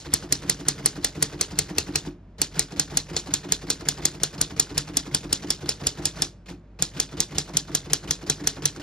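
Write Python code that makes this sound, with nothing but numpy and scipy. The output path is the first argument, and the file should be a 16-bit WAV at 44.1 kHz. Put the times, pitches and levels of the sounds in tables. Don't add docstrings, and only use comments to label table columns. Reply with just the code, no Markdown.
import sys
import numpy as np
from scipy import signal
from scipy.fft import rfft, irfft, next_fast_len
from scipy.io import wavfile
from scipy.ndimage import uniform_filter1d

SR = 44100
rng = np.random.default_rng(int(sys.argv[2]) if len(sys.argv) > 2 else 0)


def dump(signal):
    limited = np.clip(np.atleast_2d(signal).T, -1, 1)
    pcm = np.round(limited * 32767).astype(np.int16)
    wavfile.write(sys.argv[1], SR, pcm)


N = 388962


def from_db(db):
    return 10 ** (np.asarray(db) / 20)


def at_hz(points, hz):
    table = np.array(points)
    return np.interp(np.log(hz + 1), np.log(table[:, 0] + 1), table[:, 1])


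def colour(x, spectrum, size=4096):
    points = [(5, -90)] + list(spectrum) + [(22050, -60)]
    gain_db = at_hz(points, np.fft.rfftfreq(size, 1 / SR))
    cepstrum = irfft(np.log(from_db(gain_db)))
    cepstrum[1:size // 2] *= 2
    cepstrum[size // 2 + 1:] = 0
    impulse = irfft(np.exp(rfft(cepstrum)))
    return signal.oaconvolve(x, impulse[None], axes=1)[:, :N]


def pulses(times_s, gains):
    out = np.zeros(N)
    index = np.round(np.asarray(times_s) * SR).astype(int)
    np.add.at(out, np.clip(index, 0, N - 1), gains)
    return out


def envelope(times_s, level_db, rise_s, t60_s):
    t = np.arange(int(.5 * SR)) / SR
    shape = (1 - np.exp(-(t + 1 / SR) / rise_s)) * from_db(-60 * t / t60_s)
    return signal.oaconvolve(pulses(times_s, from_db(level_db)), shape / shape.max())[:N]


def grains(per_s, spread_db):
    sizes = from_db(spread_db * np.minimum(rng.exponential(1, (2, N)), 5))
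    signs = rng.choice([-1, 1], (2, N))
    x = sizes * signs * (rng.random((2, N)) < per_s / SR)
    return x / x.std()


def ring(x, hz, t60_s):
    r = from_db(-60 / (t60_s * SR))
    w = 2 * np.pi * hz / SR
    return signal.lfilter([0, np.sin(w)], [1, -2 * r * np.cos(w), r * r], np.asarray(x) + 1e-18)


STROKE_SCATTER_DB = 2


def varied(level_db, times_s):
    return level_db + STROKE_SCATTER_DB * rng.standard_normal(len(times_s))


# freq_hz, level_db (before HUM_GAIN_DB)
HUM = [(49.5, -51.5), (97, -58)]
HUM_GAIN_DB = 5


def hum():
    smooth = uniform_filter1d(rng.standard_normal((len(HUM), N)), size=2000)
    wander = np.cumsum(smooth, axis=1) * .012
    out = np.zeros(N)
    for (hz, level_db), phase in zip(HUM, wander):
        out += from_db(level_db + HUM_GAIN_DB) * np.sin(2 * np.pi * hz * np.arange(N) / SR + phase)
    return out


# freq_hz, gain_db
ROOM_TONE = [(18, -13), (30, -6), (54, -15.5), (66, -14.5), (76, -20.5), (180, -14), (234, -18.5),
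             (526, -32.5), (592, -25.5), (684, -33.5), (1860, -44), (9000, -64.5), (11700, -107),
             (19800, -120)]
ROOM_TONE_DB = -50


def room_tone():
    tone = colour(rng.standard_normal((2, N)), ROOM_TONE, size=8192)
    return from_db(ROOM_TONE_DB) * tone / tone.std()


ROOM_T60_S, WALL_CUT_HZ = 0.41, 416
ROOM_DB = -9


def room(x):
    t = np.arange(int(.6 * SR)) / SR
    answer = rng.standard_normal((2, len(t))) * from_db(-60 * t / ROOM_T60_S) * (t > .004)
    answer /= np.sqrt(np.sum(answer[0] ** 2))
    pole = np.exp(-2 * np.pi * WALL_CUT_HZ / SR)
    answer = signal.lfilter([1 - pole], [1, -pole], answer)
    return from_db(ROOM_DB) * signal.oaconvolve(x[None], answer, axes=1)[:, :N]


CLINKS_PER_S, CLINK_T60_S = 400, 0.013


def clinks(shake):
    touches = shake * grains(CLINKS_PER_S, 2.13)
    dealt = rng.integers(0, 10, N)
    pitches_hz = np.geomspace(1500, 7000, num=10)
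    return sum(ring(touches * (dealt == k), hz, CLINK_T60_S) for k, hz in enumerate(pitches_hz))


# fall_s, thump_db
EARLIER_FALL = (.063, -42.5)


def falls():
    own = [(hit_s + fall_after_s, thump_db) for hit_s, _, _, fall_after_s, thump_db in STRIKES]
    return np.transpose([EARLIER_FALL] + own)


# start_s, click_db, rub_db, clatter_db (falling bar)
RUNS = [(0, -43.5, -36.5, -37.5), (2.2, -35.5, -40, -38), (6.6, -33, -43, -41)]


def of_run(times_s, column):
    runs = np.array(RUNS)
    return runs[np.searchsorted(runs[:, 0], times_s) - 1, column]


# start_s, click_db
LAST_PRESS = (8.797, -35.5)
PRESS_LEAD_S, BOTTOM_LEAD_S, TRIP_LEAD_S = 0.035, .02, 0.0068
RUB_AFTER_S = 0.016
RELEASE_LEAD_S = 0.043
BOTTOM_TICK_DB, TRIP_DB, RELEASE_DB = -43.5, -35.5, -45.5


def key_motion():
    hit_s = np.transpose(STRIKES)[0]
    press_s = hit_s - PRESS_LEAD_S
    fall_s = falls()[0]
    out = envelope(press_s, varied(of_run(press_s, 1), press_s), 0.0027, 0.12)
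    out += envelope(press_s + RUB_AFTER_S, of_run(press_s, 2), 0.019, 0.23)
    out += envelope([LAST_PRESS[0]], LAST_PRESS[1], 0.0022, 0.2)
    out += envelope(hit_s - BOTTOM_LEAD_S, varied(BOTTOM_TICK_DB, hit_s), 0.0006, 0.017)
    out += envelope(hit_s - TRIP_LEAD_S, varied(TRIP_DB, hit_s), 0.00087, 0.059)
    return out + envelope(fall_s - RELEASE_LEAD_S, varied(RELEASE_DB, fall_s), .003, 0.22)


# freq_hz, gain_db
LEVERS = [(300, 14), (700, 2.5), (1400, -2), (2500, -5.5), (5000, -5), (8000, -10), (11000, -11),
          (12500, -14), (15500, -20.5)]
PAD = [(300, -6.0), (700, 6.5), (1500, -2.5), (2500, -10.5)]  # freq_hz, gain_db
CLATTER_LEAD_S, TICK_LEAD_S, PAD_LEAD_S = 0.018, .003, 0.007
TICK_BELOW_DB, PAD_DB = 2, -35.5


def levers():
    fall_s = falls()[0]
    clatter_db = of_run(fall_s, 3)
    clatter = envelope(fall_s - CLATTER_LEAD_S, clatter_db, 0.0077, 0.18)
    tick = envelope(fall_s - TICK_LEAD_S, varied(clatter_db - TICK_BELOW_DB, fall_s), 0.001, 0.054)
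    pad = envelope(fall_s - PAD_LEAD_S, varied(PAD_DB, fall_s), 0.0025, 0.2)
    motion = key_motion() + clatter
    contacts = motion * grains(3500, 2.37)
    out = colour(contacts + from_db(-19.5) * clinks(motion), LEVERS)
    out += colour(tick * grains(3500, 3.5), RATTLE)
    out += colour(pad * grains(1500, 2.1), PAD)
    for hz, _, key_db, _, t60_s in FRAME:
        out += from_db(key_db - 30.5) * ring(contacts, hz, t60_s)
    return out


# freq_hz, gain_db
RATTLE = [(300, -5.5), (900, -6), (2200, -10), (3100, -3), (4200, 1), (7000, 1), (10500, -7.5),
          (12500, -17.5), (15500, -40)]
RATTLE_DB, RATTLE_TAIL_DB, EARLIER_RATTLE_DB = -23, -26.5, -37.5


def linkage():
    hit_s = np.transpose(STRIKES)[0]
    shake = envelope(hit_s + 0.00066, RATTLE_DB, 0.00095, 0.023)
    shake += envelope(hit_s + 0.0022, RATTLE_TAIL_DB, 0.003, 0.18)
    shake += envelope([0], EARLIER_RATTLE_DB, .001, 0.18)
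    return colour(shake * grains(3500, 1.5) + from_db(-20.5) * clinks(shake), RATTLE)


# freq_hz, slug_db, key_db, falling_bar_db, t60_s
FRAME = [(93, -14.5, -8, -8, 0.076), (149.3, -9, -5, -0.5, 0.18), (156, -6, -4.5, -12, 0.14),
         (182.5, -12, -8, 3, 0.14), (279.9, -22, -7.5, -2.5, 0.19), (298.1, -14, -10, 5.5, 0.18),
         (351, -16, -10.5, 5.5, 0.16), (462, -38, -9, -3, 0.075), (627, -28, -16.5, -15, 0.037)]
# freq_hz, level_db, t60_s
POP = [(439, -1, 0.021), (763, -5, .015), (1412, -8.5, .015)]
SLUG_THUD_DB, KEY_THUD_DB, POP_DB = -38.5, -37, -25
THUD_S, POP_S = .0035, 0.00178
THUMP_AFTER_S = 0.00809


def frame():
    hit_s = np.transpose(STRIKES)[0]
    fall_s, thump_db = falls()
    # times, level_db, scatter_s
    pushes = [(hit_s + THUD_S, varied(SLUG_THUD_DB, hit_s), 0),
              (hit_s - BOTTOM_LEAD_S, varied(KEY_THUD_DB, hit_s), .0012),
              (fall_s + THUMP_AFTER_S, thump_db, .002)]
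    out = np.zeros(N)
    for kind, (push_s, level_db, scatter_s) in enumerate(pushes):
        chance = rng.normal(0, 1, (len(push_s), len(FRAME), 2))
        for k, (hz, *mode_db, t60_s) in enumerate(FRAME):
            gains = from_db(level_db + mode_db[kind] + 2.2 * chance[:, k, 0])
            out += ring(pulses(push_s + scatter_s * chance[:, k, 1], gains), hz, t60_s)
    pop = pulses(hit_s + POP_S, from_db(varied(POP_DB, hit_s)))
    for hz, level_db, t60_s in POP:
        out -= from_db(level_db) * ring(pop, hz, t60_s)
    return np.array([out, np.roll(out, 331)])


# freq_hz, level_db at each of four carriage marks, t60_s
STEEL = [(3240, -33, -35.5, -36, -24, 0.019), (3420, -40, -20.5, -21.5, -21, 0.017),
         (3998, -36.5, -23.5, -28.5, -23, 0.029), (4286, -25.5, -26.5, -35.5, -23, 0.024),
         (4276, -21.5, -21.5, -33.5, -31, 0.056), (4716, -21, -21, -15.5, -26.5, 0.019),
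         (5104, -24.5, -28, -19.5, -25.5, 0.027), (5390, -22.5, -20.5, -14, -20.5, 0.023),
         (5540, -36.5, -36, -28, -18, 0.018), (6060, -26, -25.5, -44, -14, 0.029),
         (6930, -28, -10, -17, -13.5, .015), (7100, -35, -6.5, -35.5, -17, 0.0081),
         (7270, -24.5, -13, -25, -25, 0.02), (7630, -18.5, -36, -30.5, -23, 0.015)]
CARRIAGE_MARKS_S = [1.0, 3.3, 5.3, 7.8]
RING_SCATTER_DB = 1


def steel(times_s):
    out = np.zeros((2, N))
    chance = rng.standard_normal((len(times_s), len(STEEL), 2))
    for k, (hz, *mark_db, t60_s) in enumerate(STEEL):
        level_db = np.interp(times_s, CARRIAGE_MARKS_S, mark_db) + RING_SCATTER_DB * chance[:, k, 0]
        gains = (-1) ** k * from_db(level_db)
        out += ring([pulses(times_s, gains), pulses(times_s, gains * chance[:, k, 1])], hz, t60_s)
    return out


# hit_s, crack_db, bounce_db, fall_after_s, thump_db
STRIKES = [(0.1374, 0, -1.5, 0.1, -45), (0.3239, 5, -3.5, 0.11, -41.5), (0.4956, -4, -1, 0.11, -40.5),
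           (0.6842, 0, -5, .111, -42), (0.859, 2, -4.5, 0.11, -38.5), (1.0449, -4, -3, 0.12, -38.5),
           (1.2247, -5, -2, 0.11, -39), (1.4108, -0.5, -7, 0.11, -38.5), (1.5881, 0.5, -6, .113, -38),
           (1.7819, -8, -1, 0.1, -38.5), (1.9559, -11, -3, 0.11, -39.5), (2.4164, 3, -5.5, 0.14, -49),
           (2.5938, 4.5, -12, 0.13, -39.5), (2.796, 1.5, -6, 0.12, -38.5), (2.9713, 0, -2, 0.13, -38),
           (3.1649, -23, -32, 0.11, -40), (3.338, -4, -7, 0.11, -39.5), (3.521, 1, -3, 0.11, -41),
           (3.7014, -4, -4, .11, -41.5), (3.886, -3, -5.5, 0.1, -42.5), (4.0529, -1.5, 2.5, 0.096, -45),
           (4.2336, -2.5, -5, 0.11, -46), (4.4127, -4.5, -1, .1, -43.5), (4.5963, -7, 3, 0.11, -39),
           (4.778, -9, -7, 0.11, -42), (4.9697, -1.5, -2, 0.1, -41.5), (5.1465, -3, -4, 0.098, -40.5),
           (5.3271, -15, 0, 0.11, -35.5), (5.504, -3, -6, 0.12, -38), (5.6905, -11, -10, .122, -39),
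           (5.8685, -3, -4.5, .12, -39.5), (6.0542, -4.5, -8, 0.12, -51.5), (6.2204, -3, -10, 0.28, -41),
           (6.8234, 1, -15, 0.13, -45), (6.9998, -3, -7, 0.13, -41), (7.2035, 2.5, -15, 0.12, -45.5),
           (7.3821, -17, -6.5, 0.11, -44.5), (7.5687, -15, 0, 0.12, -41), (7.7488, -5, -1, 0.11, -41.5),
           (7.9324, -1, -1.5, 0.11, -44), (8.1084, -5, -6.5, 0.12, -43), (8.2983, -2.5, -10, 0.11, -39),
           (8.4718, -5, -1.5, 0.1, -41), (8.655, -3, -1.5, 0.11, -40)]
# time_s, paper_snap_hz, platen_knock_hz, platen_knock_db
PLATEN = [(.1, 6700, 2000, -23.5), (0.499, 6800, 2100, -26), (.68, 9030, 1980, -25),
          (1.6, 8850, 2120, -26.5), (1.78, 6580, 2640, -19.5), (2.45, 6550, 2810, -25.5),
          (2.8, 6900, 1500, -25.5), (4.8, 7050, 1814, -29), (4.97, 5170, 1720, -35), (5.5, 5430, 1770, -40),
          (5.87, 4820, 1800, -56.5), (6.05, 7970, 1824, -34), (7.58, 7660, 2580, -38),
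          (7.74, 6700, 1810, -26)]
# freq_hz, gain_db
CRACK = [(300, 4), (900, -33), (2000, -16.5), (3300, -10.5), (5000, 0), (7000, 8.5), (10500, 9),
         (12500, -2.5), (15500, -13)]
# freq_hz, gain_db
KNOCK = [(500, -21.5), (1100, -13), (1900, 9.5), (2600, -2), (3600, -13)]
# delay_s, level_db
ECHOES = [(.0081, -15), (.0176, -19), (.0222, -18.5), (.0282, -16), (.0337, -23)]
ECHO_COLOUR = [(1500, -11.5), (4000, 3.5), (8000, -16.5), (13000, -25.0)]  # freq_hz, gain_db
BOUNCE_S, CRACK_NOISE_DB = .0021, -10


def slugs():
    hit_s, crack_db, bounce_db = np.transpose(STRIKES)[:3]
    mark_s, snap_hz, knock_hz, knock_db = np.transpose(PLATEN)
    burst = envelope(hit_s, crack_db, .0001, .008)
    burst += envelope(hit_s + BOUNCE_S, bounce_db, .0002, .011)
    blows = from_db(CRACK_NOISE_DB) * burst * grains(30000, 2.4)
    knock = envelope(hit_s, np.interp(hit_s, mark_s, knock_db), 0.00044, 0.018)
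    knock = knock * grains(30000, 0.41)
    rings = np.zeros((2, N))
    for t in hit_s:
        near = slice(int(t * SR) - 10, int(t * SR) + 3000)
        rings[:, near] += from_db(-19) * ring(blows[:, near], np.interp(t, mark_s, snap_hz), .008)
        rings[:, near] += from_db(-14) * ring(knock[:, near], np.interp(t, mark_s, knock_hz), .008)
    port_gain = from_db([[0], [5]])
    crack = port_gain * colour(blows, CRACK) + steel(hit_s + .0003) + rings
    echoes = np.zeros((2, N))
    for delay_s, level_db in ECHOES:
        echoes += from_db(level_db) * np.roll(crack, round(delay_s * SR), axis=1)
    return crack + colour(echoes, ECHO_COLOUR) + colour(knock, KNOCK)


# freq_hz, lead_rad
PORT_PHASE = [(0, 0), (690, -.35), (950, -.1), (1640, -.1), (2400, .3), (3100, 1.1), (4400, .3),
              (5770, 1.2), (7000, 1.8), (8200, 2.5), (9400, 2.95), (10500, 3.14), (13000, 3.2),
              (15500, 3.8)]
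# freq_hz, left_minus_right_db
PORT_BALANCE = [(270, 0), (740, -2), (1220, -1.5), (2000, -.6), (9000, 0)]
# freq_hz, gain_db
UNSHARED = [(100, -55.5), (270, -26), (700, -8), (1500, -11.5), (3000, -7.5), (6000, -11), (8500, -18),
            (12000, -36), (15500, 6.5)]


def scene():
    machine = slugs() + linkage() + levers() + frame()
    heard = machine + room(machine[0]) + room_tone()
    shared = heard[0] + hum()
    unshared = colour(heard[1:], UNSHARED + [(20000, -20)])[0]
    size = next_fast_len(N + SR // 10)
    hz = np.fft.rfftfreq(size, 1 / SR)
    turn = np.exp(.5j * np.interp(hz, *np.transpose(PORT_PHASE)))
    turn = turn * from_db(at_hz(PORT_BALANCE, hz) / 2)
    spectra = rfft([shared + unshared, shared - unshared], size)
    return irfft(spectra * [turn, 1 / turn], size)[:, :N]


RUMBLE_CUT_HZ, CUTOFF_HZ, PEAK_LIMIT = 44, 16100, .84


def record(dry):
    rumble_cut = signal.butter(5, RUMBLE_CUT_HZ, "high", fs=SR, output="sos")
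    top_cut = signal.cheby2(12, 70, CUTOFF_HZ, fs=SR, output="sos")
    x = signal.sosfilt(rumble_cut, dry)
    return signal.sosfilt(top_cut, PEAK_LIMIT * np.tanh(x / PEAK_LIMIT))


dry = scene()
out = record(dry)
dump(out)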